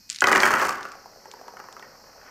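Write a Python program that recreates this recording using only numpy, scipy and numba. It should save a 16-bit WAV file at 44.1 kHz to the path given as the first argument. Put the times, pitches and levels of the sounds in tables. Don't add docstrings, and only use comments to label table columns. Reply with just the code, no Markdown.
import sys
import numpy as np
from scipy import signal
from scipy.fft import rfft, irfft, next_fast_len
from scipy.io import wavfile
from numba import njit

SR = 44100
rng = np.random.default_rng(int(sys.argv[2]) if len(sys.argv) > 2 else 0)


def decibels_to_gain(level_db):
    exponent = np.asarray(level_db, float) / 20
    return 10 ** exponent


def store_wav(level_fs):
    pcm = np.round(np.clip(np.atleast_2d(level_fs), -1, 1) * 32767)
    wavfile.write(sys.argv[1], SR, pcm.T.astype(np.int16))


N = 101429


@njit
def ring(start, hz, t60, rise, size, phase):
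    out = np.zeros(N)
    for k in range(len(hz)):
        turn = np.exp(2j * np.pi * hz[k] / SR - np.log(1000) / (t60[k] * SR))
        wave = size[k] * np.exp(1j * phase[k])
        unrisen, rise_step = 1., np.exp(-1 / (rise[k] * SR))
        for i in range(max(start[k], 0), min(N, start[k] + int(t60[k] * SR))):
            out[i] += wave.imag * (1 - unrisen) ** 2
            wave, unrisen = wave * turn, unrisen * rise_step
    return out


def curve(table, at, log=False):
    x, y = np.array(table, float).T
    if log:
        x, at = np.log(x), np.log(at)
    return np.interp(at, x, y, -120, -120)


def colour(x, table):
    n = next_fast_len(len(x))
    hz = np.arange(1, n // 2 + 2) * SR / n
    gain = decibels_to_gain(curve(table, hz, log=True))
    gain = gain / np.sqrt(np.mean(gain ** 2))
    return irfft(rfft(x, n) * gain, n)[:len(x)]


def bursts(s, db, t60):
    strikes = np.zeros(N)
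    np.add.at(strikes, (s * SR).astype(int), decibels_to_gain(db))
    envelope = signal.lfilter([1], [1, -np.exp(-np.log(1000) / (t60 * SR))], strikes)
    return envelope * rng.standard_normal(N)


def modes(s, db, hz, t60, rise, scatter_rad=2 * np.pi):
    grids = np.broadcast_arrays(s[:, None] * SR, hz, t60, rise, decibels_to_gain(db))
    start, *settings = [v.ravel().astype(float) for v in grids]
    return ring(start.astype(np.int64), *settings, scatter_rad * rng.random(len(start)))


def scatter(per_s, table, spread_db, lo_hz, hi_hz):
    begin, length = table[0][0], table[-1][0] - table[0][0]
    when, strength, pitch = rng.random((int(per_s * length), 3)).T
    s = begin + when * length * .999
    db = curve(table, s) - spread_db * np.log(1.02 - strength)
    return s, db, lo_hz * (hi_hz / lo_hz) ** pitch


def lagged(rows):
    lag_s = 0.001015
    return (np.array(rows) + [lag_s, 0, 0]).T


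# (per Hz, relative)
HISS_SPECTRUM = [(25, 4), (50, -8), (250, -4), (400, -18), (2000, -17.5), (3700, -27), (4300, -7),
                 (5500, -4), (7000, -17), (9500, -30), (13800, -16.5), (15200, -31)]


def room_hiss():
    hiss_db = -54.5
    return decibels_to_gain(hiss_db) * colour(rng.standard_normal(N), HISS_SPECTRUM)


def clacks(s, db, hz, count=6):
    hit_t60_s, hit_db = 0.0033, -1.5
    near_delay_s, near_t60_s, near_db = 0.00077, 0.046, -24.5
    octaves = 1.95 * ((np.arange(count) + rng.random((len(s), count))) / count - .68)
    mode_db = db[:, None] + hit_db - 7 * octaves ** 2
    hit = modes(s, mode_db, hz[:, None] * 2 ** octaves, hit_t60_s, 0.0002, scatter_rad=1.15)
    near = bursts(s + near_delay_s, db + near_db, near_t60_s)
    band = signal.butter(3, [1600., 9500.], "band", fs=SR, output="sos")
    return signal.sosfilt(band, hit + near)


# t/s before the constant lag, level/dB, f/Hz
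HARD_CLACKS = [(0.0924, -22, 5440), (0.0992, -6.5, 5960), (0.1085, -18, 5950), (0.1171, -17.5, 5100),
               (0.1285, -40, 4900), (0.1456, -16, 4750), (0.1594, -15, 4800), (0.1855, -15, 4100),
               (0.2059, -4, 5700), (0.2389, -8, 4600), (0.2698, -0.5, 4370), (0.3222, -6, 6497),
               (0.3404, -21, 5148), (0.3591, -7, 4970), (0.402, -5, 4560), (0.4114, -31, 4330),
               (0.5511, -18, 5800), (0.6479, -16, 5640), (0.6694, -15, 8700), (0.6923, -14, 6230),
               (0.829, -21, 4770), (0.9173, -23.5, 5130), (1.3134, -22, 5000), (1.4792, -31, 4300),
               (1.592, -50, 5000), (1.7254, -25, 5070), (1.794, -31, 4320)]


def hard_clacks():
    return clacks(*lagged(HARD_CLACKS))


def room_echo(dice):
    t60_s, rise_s, top_hz, echo_db = 0.64, 0.0024, 2610, -13
    t = np.arange(SR // 2) / SR
    tail = rng.standard_normal(len(t)) * decibels_to_gain(-60 * t / t60_s) * (1 - np.exp(-t / rise_s))
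    tail = signal.lfilter(*signal.butter(2, top_hz, fs=SR), tail)
    tail = tail / np.sqrt(np.sum(tail ** 2))
    return decibels_to_gain(echo_db) * signal.fftconvolve(dice, tail)[:N]


# t/s, level/dB
JOSTLE_LEVEL = [(0.099, -32), (.2, -36.5), (.3, -22.5), (.7, -39), (0.901, -51.5)]


def dice_jostle():
    per_s, spread_db = 240, 4.5
    return clacks(*scatter(per_s, JOSTLE_LEVEL, spread_db, 4000, 7000))


# f/Hz, level/dB
TABLE_RADIATION = [(40, -35.5), (235, -11), (400, -6.5), (1400, 6.5), (2050, 9), (2400, 5), (3600, 8)]
# f/Hz, level/dB
EDGE_TICK = [(2500, -10), (3500, -30), (4400, -12.5), (6200, -12), (10500, -25.5), (13700, -20.5),
             (16500, -37)]


def knocks(s, db, hz, tick_db, count=20):
    spot_t60_s, spot_rise_s, spot_db = 0.01, 0.00072, 3.5
    top_t60_s, top_t60_slope, top_rise_s, top_db = 0.061, -0.75, 0.00058, -20
    body_hz, body_t60_s, body_db = 380, .1, -26
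    tick_t60_s = 0.019
    level_db = db[:, None]

    partner_octaves = 0.29 + .9 * rng.random((len(s), 1))
    pair = hz[:, None] * 2 ** (np.array([0, 1]) * partner_octaves)
    spot = modes(s, level_db + spot_db + np.array([0, -7]), pair, spot_t60_s * 1400 / pair, spot_rise_s)

    f = 60 * 55 ** ((np.arange(count) + rng.random((len(s), count))) / count)
    soft_db = -13 * np.clip(np.log2(f / hz[:, None]), 0, 9)
    radiated_db = curve(TABLE_RADIATION, f, log=True) + 10 * np.log10(f / 1000)
    top_t60 = top_t60_s * (f / 1000) ** top_t60_slope
    top = modes(s, level_db + top_db + radiated_db + soft_db, f, top_t60, top_rise_s)

    body = modes(s, level_db + body_db, body_hz, body_t60_s, spot_rise_s)
    tick = colour(bursts(s, db + tick_db, tick_t60_s), EDGE_TICK)
    return spot + top + body + tick


# t/s before the constant lag, level/dB, f/Hz of the spot struck
TABLE_LANDINGS = [(0.219, -1, 1453), (0.24, -0.5, 2160), (0.2705, -2.5, 1200), (0.284, -2.5, 1544),
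                  (0.3145, -1.5, 1300), (0.327, -1, 2050), (0.3495, -3, 1516), (0.356, -1.5, 2170),
                  (0.376, -2, 1190), (0.431, 0, 2280), (0.451, -4.5, 1470), (0.463, -4.5, 1480),
                  (0.505, -8, 1510), (0.528, -9, 1408), (0.537, -2, 1500), (0.568, -10, 1340),
                  (0.596, -9, 1840), (0.615, -8, 1250), (0.623, -10.5, 1300), (0.807, -21.5, 1474),
                  (0.851, -20.5, 1320), (0.885, -30.5, 1260)]


def dice_landings():
    return knocks(*lagged(TABLE_LANDINGS), tick_db=-22.5)


# t/s, level/dB
TUMBLE_LEVEL = [(.22, -26), (0.399, -17.5), (0.717, -24), (0.8, -44.5), (.9, -49), (0.981, -92)]


def dice_tumble():
    per_s, spread_db = 320, 2.8
    return knocks(*scatter(per_s, TUMBLE_LEVEL, spread_db, 1024, 1710), tick_db=-21.0)


# t/s, level/dB
RUMBLE_LEVEL = [(.9, -58), (1.4, -51.5), (1.62, -51.5), (1.8, -52.5), (2.002, -53.5), (2.3, -54.5)]


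def mat_rumble():
    per_s, spread_db = 450, 3.2
    return knocks(*scatter(per_s, RUMBLE_LEVEL, spread_db, 414, 1955), tick_db=-np.inf)


# t/s before the constant lag, level/dB, f/Hz
SPIN_TAPS = [(0.952, -31, 763), (1.057, -31, 810), (1.159, -36.5, 663), (1.255, -29.5, 870),
             (1.336, -28, 980), (1.412, -31, 730), (1.481, -27, 964), (1.536, -33, 740),
             (1.568, -28.5, 1450), (1.592, -28.5, 855), (1.599, -27, 1390), (1.639, -31.5, 990),
             (1.685, -29.5, 1080), (1.765, -29, 1250), (1.795, -32, 970), (1.824, -30, 1900)]


def spinning_die_taps():
    return knocks(*lagged(SPIN_TAPS), tick_db=-20.5)


# t/s, level/dB
BRUSH_LEVEL = [(1.811, -63), (1.839, -38.5), (1.93, -80), (2.1, -60), (2.3, -43.5)]


def hand_brush():
    per_s, spread_db = 250, 3.2
    return knocks(*scatter(per_s, BRUSH_LEVEL, spread_db, 1170, 1800), tick_db=-np.inf)


def scene():
    dice = hard_clacks() + dice_jostle()
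    dice = dice + dice_landings() + dice_tumble()
    dice = dice + mat_rumble() + spinning_die_taps()
    dice = dice + hand_brush()
    return (dice + room_echo(dice) + room_hiss())[None]


def roll_off(x):
    return signal.sosfilt(signal.butter(12, 16500, fs=SR, output="sos"), x)


def record(dry):
    limit, top_hz = .75, 16000
    rounded = limit * np.tanh(dry / limit)
    cut = signal.ellip(8, .2, 70, top_hz, fs=SR, output="sos")
    mix = signal.sosfilt(cut, rounded)
    return roll_off(mix)


dry = scene()
out = record(dry)
store_wav(out)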